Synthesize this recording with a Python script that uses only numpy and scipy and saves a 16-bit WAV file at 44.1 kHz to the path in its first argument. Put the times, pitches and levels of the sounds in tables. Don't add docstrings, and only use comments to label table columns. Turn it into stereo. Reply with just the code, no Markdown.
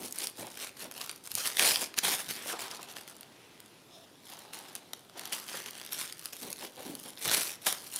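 import sys
import numpy as np
from scipy import signal
from scipy.fft import rfft, irfft, next_fast_len
from scipy.io import wavfile
from scipy.ndimage import uniform_filter1d, map_coordinates

SR = 44100
rng = np.random.default_rng(int(sys.argv[2]) if len(sys.argv) > 2 else 0)


def to_wav(sig):
    pcm = np.clip(np.atleast_2d(sig), -1, 1) * 32767
    pcm = np.round(pcm).astype(np.int16)
    wavfile.write(sys.argv[1], SR, pcm.T)


N = 352359

# t/s, creases/dB, facets/dB
FOIL_LIFTS = [
    [(1.56, -42, -45), (1.6, -29.5, -28.5), (1.684, -24.5, -27.5), (1.795, -41, -44), (1.82, -32.5, -35),
     (1.885, -52.5, -56)],
    [(2.015, -63, -55), (2.036, -31, -31), (2.14, -32, -33), (2.18, -41.5, -47), (2.203, -37.5, -40),
     (2.23, -47.5, -52.5), (2.275, -51, -52)],
    [(7.17, -58, -58.5), (7.25, -32.5, -36), (7.273, -40, -36), (7.335, -27.5, -30), (7.53, -43, -47.5),
     (7.575, -62.5, -61)],
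    [(7.61, -57.5, -59), (7.648, -47.5, -49), (7.668, -25.5, -30), (7.745, -46, -47), (7.82, -51, -57)],
]
# creases/dB, facets/dB
HELD_STILL_DB = (-66.5, -63)


def foil(crinkle_db=2, snap_db=1, split_hz=6000):
    # t/s, creases/dB, facets/dB
    big_snaps = [(0.1246, -31.5, -48), (0.1587, -38, -58), (0.1858, -27, -57), (0.2706, -28, -35),
                 (0.4686, -37, -59), (0.298, -38, -54), (0.372, -44.5, -55), (0.5026, -46, -54),
                 (0.574, -41, -51), (0.671, -40, -58), (0.9128, -38, -41), (0.9214, -42, -44),
                 (1.013, -39, -35), (1.0942, -37, -33), (1.1132, -38, -42.5), (1.1608, -46, -53),
                 (1.2741, -39, -38), (1.3166, -34, -40), (1.4743, -27, -32), (1.9805, -38, -35),
                 (1.3524, -24, -36), (1.501, -34, -36), (1.5695, -29, -30), (1.5948, -23, -17),
                 (1.709, -25, -28), (1.7586, -29.5, -24.5), (1.9407, -49, -36.5), (1.9872, -19.5, -21),
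                 (2.2887, -42, -39), (2.8296, -40, -40), (3.013, -47.5, -51), (3.166, -46, -58),
                 (3.209, -42.5, -47), (3.2307, -51, -46.5), (3.6027, -43, -52), (3.66, -53, -60),
                 (4.3915, -43, -54), (4.7525, -34.5, -38), (4.9332, -36, -31), (5.0968, -56, -48),
                 (5.1942, -35.5, -40), (5.2549, -36.5, -40), (5.3248, -32, -35), (5.708, -38, -56),
                 (5.779, -41, -56), (5.8142, -45, -38), (5.863, -42, -40), (5.9313, -29, -42),
                 (6.1248, -36.5, -40), (6.194, -38.5, -49.5), (6.2567, -31, -35), (6.3669, -41, -47.5),
                 (6.5033, -34.5, -53), (6.5284, -32, -39.5), (6.9519, -34.5, -46), (6.998, -41, -56),
                 (7.174, -56, -41.5), (7.2783, -26, -34), (7.3461, -25, -23), (7.432, -30, -36),
                 (7.7259, -26, -30.5), (7.9385, -35, -47), (7.9606, -27, -49)]
    # f/Hz, level/dB
    colour = [(40, -29), (90, -19.5), (170, -10), (400, -5.5), (750, -3), (1200, -3.5), (1700, -4),
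              (3300, -1), (5500, -3), (7800, -6.5), (9600, -2), (12500, -6.5), (15300, -11), (16500, -37)]
    flex_db = flexing()
    start_s, *levels_db = np.vstack([big_snaps, small_snaps(flex_db)]).T
    pops = buckles(len(start_s), crack_t60=.005, shiver=.24, shiver_t60=.022, ring=.3, ring_t60=.003)
    pops *= np.sqrt(.004 * SR)
    snaps = np.array([placed(start_s * SR, amp(db + snap_db)[:, None] * pops) for db in levels_db])
    snaps = filtered(snaps, lambda hz: 1j * hz / (700 + 1j * hz))
    fine, broad = amp(flex_db + crinkle_db) * crinkling(flex_db[0]) + snaps
    blend = fine + filtered(broad - fine, lambda hz: 1 / (1 + (hz / split_hz) ** 4))
    return coloured(blend, colour)


def flexing(fits_db=1.5, fits_rate=45, bend_edge_db=11, tug_attack_s=0.013):
    # middle/s, length/s, creases/dB, facets/dB
    bends = [(0.053, .12, -42.5, -49.5), (0.224, 0.13, -37.5, -40), (0.402, 0.08, -45, -51),
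             (0.525, 0.23, -54.5, -56), (0.629, .12, -42.5, -41), (0.815, 0.087, -44, -44),
             (1.004, 0.11, -45.5, -45), (1.098, 0.15, -55, -51), (1.399, 0.096, -38, -38.5),
             (1.463, 0.06, -34, -36), (1.528, 0.074, -44, -43), (1.983, 0.032, -37, -35.5),
             (2.495, .11, -38.5, -43), (4.276, 0.13, -58.5, -56.5), (4.685, .15, -59.5, -61),
             (5.276, .2, -54, -48.5), (5.553, 0.2, -43.5, -45), (5.848, .2, -55.5, -52),
             (6.027, 0.16, -43, -42.5), (6.248, .4, -57, -56), (6.438, 0.14, -44.5, -48.5),
             (6.525, 0.057, -50.5, -53), (6.627, 0.13, -46.5, -48.5), (6.853, 0.22, -49.5, -55),
             (7.06, 0.17, -49, -51), (7.851, 0.1, -48.5, -53), (7.97, 0.14, -41.5, -47)]
    # t/s, time to fall 20 dB/s, creases/dB, facets/dB
    tugs = [(1.234, 0.2, -47.5, -52.5), (1.299, 0.43, -45, -46.5), (2.279, 0.21, -38.5, -38.5),
            (2.584, 0.13, -40, -40), (2.7, 0.2, -46.5, -44), (2.879, 0.06, -46.5, -45.5),
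            (2.954, 0.07, -46.5, -44.5), (3.067, 0.09, -50, -52.5), (4.278, 0.27, -52.5, -51),
            (4.355, 0.13, -54, -56), (4.524, 0.13, -45, -46.5), (4.747, 0.03, -45.5, -43.5),
            (4.93, 0.1, -60, -60.5), (5.165, 0.7, -53.5, -54), (5.316, 0.11, -36, -39),
            (5.652, 0.12, -46.5, -44), (5.745, 0.4, -54, -51), (5.908, 0.19, -38.5, -42),
            (6.222, 0.16, -46.5, -54), (6.32, 0.05, -43.5, -45)]
    t = control_times()
    shapes = [amp(-bend_edge_db * np.minimum((2 * (t - s) / length) ** 2, 20)) for s, length, *_ in bends]
    shapes += [push(t, s, tug_attack_s, 0, fall) for s, fall, *_ in tugs]
    gains = amp(np.vstack([bends, tugs])[:, 2:]).T
    fingers = curves(np.vstack([t, gains ** 2 @ np.square(shapes)]).T)
    fingers *= amp(fits_db * wobble(fits_rate)) ** 2
    lifts = sum(gesture(rows) for rows in FOIL_LIFTS) ** 2
    return 10 * np.log10(fingers + lifts + amp(HELD_STILL_DB)[:, None] ** 2)


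def crinkling(flex_db):
    rate = np.minimum(950 * amp(.65 * (flex_db + 45) + 4 * wobble(70)), 5000)
    creases = shower(rate, spread_db=4.5)
    worked, scuff = np.clip((flex_db + 70) / 14, .2, 1), .55
    return unit((worked * creases + scuff * rng.standard_normal(N)) / np.hypot(worked, scuff))


def shower(rate, spread_db, kinds=300):
    shapes = buckles(kinds, crack_t60=.002, shiver=.18, shiver_t60=.016, ring=.5, ring_t60=.003)
    chance, strength, kind = rng.random(N), rng.exponential(size=N), rng.integers(kinds, size=N)
    starts = np.flatnonzero(chance < rate / SR)
    sizes = amp(spread_db * np.minimum(strength[starts], 3.2))
    clicks = placed(starts, sizes[:, None] * shapes[kind[starts]])
    power = np.abs(uniform_filter1d(clicks ** 2, size=1500))
    return clicks / np.sqrt(power + 0.22 * rate / SR)


def buckles(count, crack_t60, shiver, shiver_t60, ring, ring_t60, size=400):
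    t = np.arange(size) / SR
    ring_hz = rng.uniform(1200, 14000, (count, 1))
    noise = rng.standard_normal((count, size))
    crack = unit(noise * (amp(-60 * t / crack_t60) + shiver * amp(-60 * t / shiver_t60)))
    facet = unit(np.sin(2 * np.pi * ring_hz * t) * amp(-60 * t / ring_t60))
    return unit(crack + ring * facet) / np.sqrt(size)


def small_snaps(flex_db, rate=14, over_db=(8, 1), spread_db=2.5, ceiling_db=-43, count=200):
    when, chance = rng.random((count, 2)).T
    crinkle_db = flex_db[:, (when * N).astype(int)].T
    levels_db = np.minimum(crinkle_db + over_db, ceiling_db) + spread_db * rng.standard_normal((count, 2))
    popped = (crinkle_db[:, 0] > HELD_STILL_DB[0] + 1) & (chance < rate * N / SR / count)
    return np.column_stack([when * N / SR, np.where(popped[:, None], levels_db, -np.inf)])


def bending_waves(x, lag_s=0.000395):
    return filtered(x, lambda hz: np.exp(-4j * np.pi * lag_s * np.sqrt(4000 * hz)))


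def changing_shape(x, depth_db=2.1):
    bands = signal.stft(x, nperseg=256)[2]
    ripple = uniform_filter1d(rng.standard_normal(bands.shape), size=2, axis=0)
    ripple = uniform_filter1d(ripple, size=16, axis=1)
    return signal.istft(bands * unit(amp(depth_db * unit(ripple))), nperseg=256)[1][:N]


def flapping(level_db=-3, rate=700):
    # f/Hz, level/dB
    colour = [(50, -37), (110, -23), (200, -25), (350, -8), (500, -7), (780, 3), (1100, -6.5),
              (2500, -55.5)]
    lift_db = [-17.5, -7.5, -16, -11]
    rattle = unit(coloured(shower(rate, spread_db=5.0), colour))
    swing = sum(amp(db) * gesture(rows)[1] for db, rows in zip(lift_db, FOIL_LIFTS))
    return amp(level_db) * swing * rattle


def fingertip(drone_db=1, skin_db=-2, attack_s=0.021, fall_s=0.087):
    # t/s, held for/s, desk drone/dB, skin rub/dB
    strokes = [(-0.01, 0.059, -48, -48.5), (0.371, 0.082, -50.5, -44.5), (0.81, 0.043, -53, -47),
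               (0.95, .06, -62, -52), (6.41, .08, -47, -49), (6.604, 0.036, -51, -45),
               (6.763, 0.068, -53, -46.5), (6.845, 0.1, -48, -54), (7.04, .05, -60, -53)]
    # f/Hz, level/dB
    drone_colour = [(60, -28.5), (150, -14), (240, -2.5), (400, -6), (600, -22), (1500, -32)]
    skin_colour = [(200, -46), (480, -4), (650, -3.5), (900, -6), (1250, -16.5), (4000, -15.5),
                   (12000, -76)]
    t = control_times()
    gains = sum(np.outer(amp(db), push(t, s, attack_s, hold, fall_s)) for s, hold, *db in strokes)
    drone_gain, skin_gain = curves(np.vstack([t, gains]).T)
    judder = friction(drone_colour, slip_rate=90, rough_db=3)
    rub = friction(skin_colour, slip_rate=160, rough_db=3)
    return amp(drone_db) * drone_gain * judder + amp(skin_db) * skin_gain * rub


def sliding_paper(level_db=-3, hollow_db=8, width_octaves=.36, attack_s=0.028):
    # t/s, time to fall 20 dB/s, level/dB
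    slides = [(2.35, 0.76, -45), (2.47, 0.4, -40.5), (2.6, 1.35, -49), (3.34, 2.2, -63.5), (4.27, 1, -51),
              (4.52, 0.5, -48), (5.14, 0.95, -46), (5.3, 0.1, -45.5), (5.515, 0.24, -43), (7.3, 0.1, -37)]
    # f/Hz, level/dB
    colour = [(60, -31), (200, -1), (700, -1.5), (1500, -2.5), (2400, -6), (3700, -2.5), (6000, -11.5),
              (15000, -32)]
    # t/s, f/Hz
    gap_tone = [(2.4, 2000), (2.5, 1580), (2.58, 910), (2.74, 1090), (2.82, 710), (3.3, 755), (3.33, 2420),
                (3.8, 2480), (4.25, 835), (5.3, 770), (5.62, 2010), (7.33, 2000), (7.45, 1160)]
    hz, frame_s, bands = signal.stft(friction(colour, slip_rate=130, rough_db=2.0), SR, nperseg=512)
    octaves_away = np.log2((hz[:, None] + 1) / np.interp(frame_s, *np.transpose(gap_tone)))
    hollow = amp(hollow_db * np.exp(-(octaves_away / width_octaves) ** 2))
    scrape = signal.istft(bands * hollow, SR, nperseg=512)[1][:N]
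    t = control_times()
    power = sum((amp(db) * push(t, start, attack_s, 0, fall)) ** 2 for start, fall, db in slides)
    speed, = curves(np.column_stack([t, np.sqrt(power)]))
    return amp(level_db) * speed * unit(scrape)


def friction(colour, slip_rate, rough_db):
    return unit(coloured(rng.standard_normal(N) * amp(rough_db * wobble(slip_rate)), colour))


def paper_knocks(level_db=-7, t60=0.064):
    # t/s, level/dB
    hits = [(1.596, -39), (1.827, -28), (2.459, -33.5), (2.526, -33), (2.536, -26.5), (2.792, -34.5),
            (5.155, -39.5), (5.214, -44), (5.542, -32), (7.677, -31), (7.725, -36)]
    # f/Hz, level/dB
    colour = [(80, -23), (300, 2), (700, 7), (1300, 0.5), (2200, -15), (6000, -40)]
    t = np.arange(SR // 8) / SR
    start_s, db = np.transpose(hits)
    bursts = rng.standard_normal((len(hits), len(t))) * amp(-60 * t / t60)
    return coloured(placed(start_s * SR, amp(db + level_db)[:, None] * bursts), colour)


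def hand_bumps(level_db=-5, attack_s=0.0073):
    # t/s, level/dB
    hits = [(0.392, -42), (1.336, -35.5), (1.586, -50), (2.059, -51), (2.274, -39), (2.526, -47),
            (5.543, -47), (7.261, -32), (7.272, -42), (7.289, -48)]
    # f/Hz, level/dB, t60/s
    desk_tones = [(113, -6.5, 0.19), (165.5, -3, 0.12), (244, -4, 0.078)]
    t = np.arange(SR // 4) / SR
    start_s, db = np.transpose(hits)
    ring = 0
    for hz, tone_db, t60 in desk_tones:
        struck_db = tone_db + 2 * rng.standard_normal((len(hits), 1))
        ring += amp(struck_db - 60 * t / t60) * np.sin(2 * np.pi * hz * t)
    return placed(start_s * SR, amp(db + level_db)[:, None] * ring * (1 - np.exp(-t / attack_s)))


def paper_squeak(level_db=0):
    # t/s, level/dB
    swell = [(3.89, -67), (3.95, -53.5), (4.0, -59), (4.05, -59.5)]
    # f/Hz, width/Hz, level/dB
    tones = [(662, 60, 5), (3570, 400, -2), (5170, 260, -4)]
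    peaks = lambda hz: sum(amp(db) * 1j * hz * width / (centre ** 2 - hz ** 2 + 1j * hz * width)
                           for centre, width, db in tones)
    return amp(level_db) * gesture(swell)[0] * unit(filtered(rng.standard_normal(N), peaks))


def desk_echo(x, delay_s=0.000542, drift=0.23, strength=.22):
    delay = delay_s * SR * np.exp(drift * wobble(4))
    echo = map_coordinates(x, [np.arange(N) - delay], order=3)
    return (x + strength * echo) / np.hypot(1, strength)


def near_scatter(x, level_db=-9, shift_rate=6, count=2, t60=.016):
    t = np.arange(SR // 20) / SR
    decay = (t > .001) * amp(-60 * t / t60)
    echoes = unit(rng.standard_normal((count, len(t))) * decay) / np.sqrt(len(t))
    shares = np.array([wobble(shift_rate) for _ in echoes])
    paths = signal.oaconvolve(np.tile(x, (count, 1)), echoes, axes=1)[:, :N]
    side = (shares * paths).sum(axis=0) / np.linalg.norm(shares, axis=0)
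    side = filtered(side, lambda hz: 1j * hz / (500 + 1j * hz))
    return amp(level_db) * np.array([side, -side])


def wall_echoes(x, level_db=-12, delay_s=0.0048, places=24):
    # f/Hz, t60/s
    ring_times = [(200, 1), (3000, 0.5), (14000, 0.22)]
    hz, frame_s, bands = signal.stft(rng.standard_normal((places, 2, SR // 3)), SR, nperseg=256)
    tails = signal.istft(bands * amp(-60 * frame_s / along(ring_times, hz)[:, None]), SR, nperseg=256)[1]
    t = np.arange(tails.shape[-1]) / SR
    tails = unit(tails * (1 - np.exp(-(t / delay_s) ** 2))) / np.sqrt(len(t))
    echoes = np.zeros((2, N + len(t)))
    for part, tail in zip(np.array_split(np.arange(N), places), tails):
        answer = signal.fftconvolve(x[None, part], tail, axes=1)
        echoes[:, part[0]:part[0] + answer.shape[1]] += answer
    return amp(level_db) * echoes[:, :N]


def room_hush(level_db=-58):
    # f/Hz, level/dB
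    colour = [(15, -60), (25, -23), (64, -24), (111, -8.5), (149, -9.5), (263, -6), (394, -7), (695, -11.5),
              (1020, -10), (1700, -19), (2410, -21), (2610, -27), (13200, -54), (16000, -48)]
    # f/Hz, likeness (1 the same, -1 opposite)
    likeness = [(60, 0.51), (150, 0.85), (380, 0.52), (950, -0.53), (2380, -0.92), (5980, 1), (15000, 0.94)]
    angle = lambda hz: np.arccos(np.clip(along(likeness, hz), -1, 1)) / 2
    gains = lambda hz: amp(along(colour, hz)) * [np.cos(angle(hz)), np.sin(angle(hz))]
    mid, side = filtered(rng.standard_normal((2, N)), gains)
    return amp(level_db) * unit(np.array([mid + side, mid - side]))


def amp(db):
    return 10 ** (np.asarray(db) / 20)


def unit(x):
    return x / np.sqrt(np.mean(x ** 2, axis=-1, keepdims=True) + 1e-20)


def along(points, hz):
    f, values = np.transpose(points)
    return np.interp(np.log(hz + 1), np.log(f), values)


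def control_times():
    return np.arange(0, N / SR, .001)


def curves(rows):
    times, *columns = np.transpose(rows)
    return np.array([np.interp(np.arange(N) / SR, times, column) for column in columns])


def gesture(rows, fade_s=0.011):
    t = np.arange(N) / SR
    return amp(curves(rows)) * np.clip(1 + np.minimum(t - rows[0][0], rows[-1][0] - t) / fade_s, 0, 1)


def push(t, start_s, attack_s, hold_s, fall_s):
    age = t - start_s
    return np.clip(age / attack_s, 0, 1) * amp(-20 * np.maximum(age - max(hold_s, attack_s), 0) / fall_s)


def wobble(rate):
    return map_coordinates(rng.standard_normal(int(N * rate / SR) + 4), [np.arange(N) * rate / SR])


def filtered(x, response):
    size = next_fast_len(N + SR // 2)
    return irfft(rfft(x, size) * response(np.fft.rfftfreq(size, 1 / SR)), size)[..., :N]


def coloured(x, colour, size=4096):
    cepstrum = irfft(np.log(amp(along(colour, np.fft.rfftfreq(size, 1 / SR)))))
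    cepstrum[1:size // 2] *= 2
    cepstrum[size // 2 + 1:] = 0
    pulse = irfft(np.exp(rfft(cepstrum)))
    return signal.fftconvolve(x, pulse / np.linalg.norm(pulse))[:N]


def placed(starts, waves):
    at = np.maximum(starts, 0).astype(int)[:, None] + np.arange(waves.shape[1])
    return np.bincount(at.ravel(), waves.ravel(), N)[:N]


def scene():
    # t/s, left minus right/dB
    foil_place = [(0.0, 0.5), (1.76, 1.0), (2.25, -7), (2.47, -1), (4.07, -1.5), (4.21, -3), (4.92, -4.5),
                  (6.52, 1.0), (7.41, 0.0), (7.7, -4), (7.99, 2.5)]
    sheet = desk_echo(changing_shape(bending_waves(foil())))
    middle = flapping() + fingertip() + sliding_paper() + paper_squeak() + paper_knocks() + hand_bumps()
    pan = amp(np.array([[.5], [-.5]]) * curves(foil_place))
    return pan * sheet + middle + near_scatter(sheet + middle) + wall_echoes(sheet + middle) + room_hush()


def record(dry, top_hz=15900):
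    return filtered(dry, lambda hz: 1 / np.sqrt(1 + (hz / top_hz) ** 160))


dry = scene()
out = record(dry)
to_wav(out)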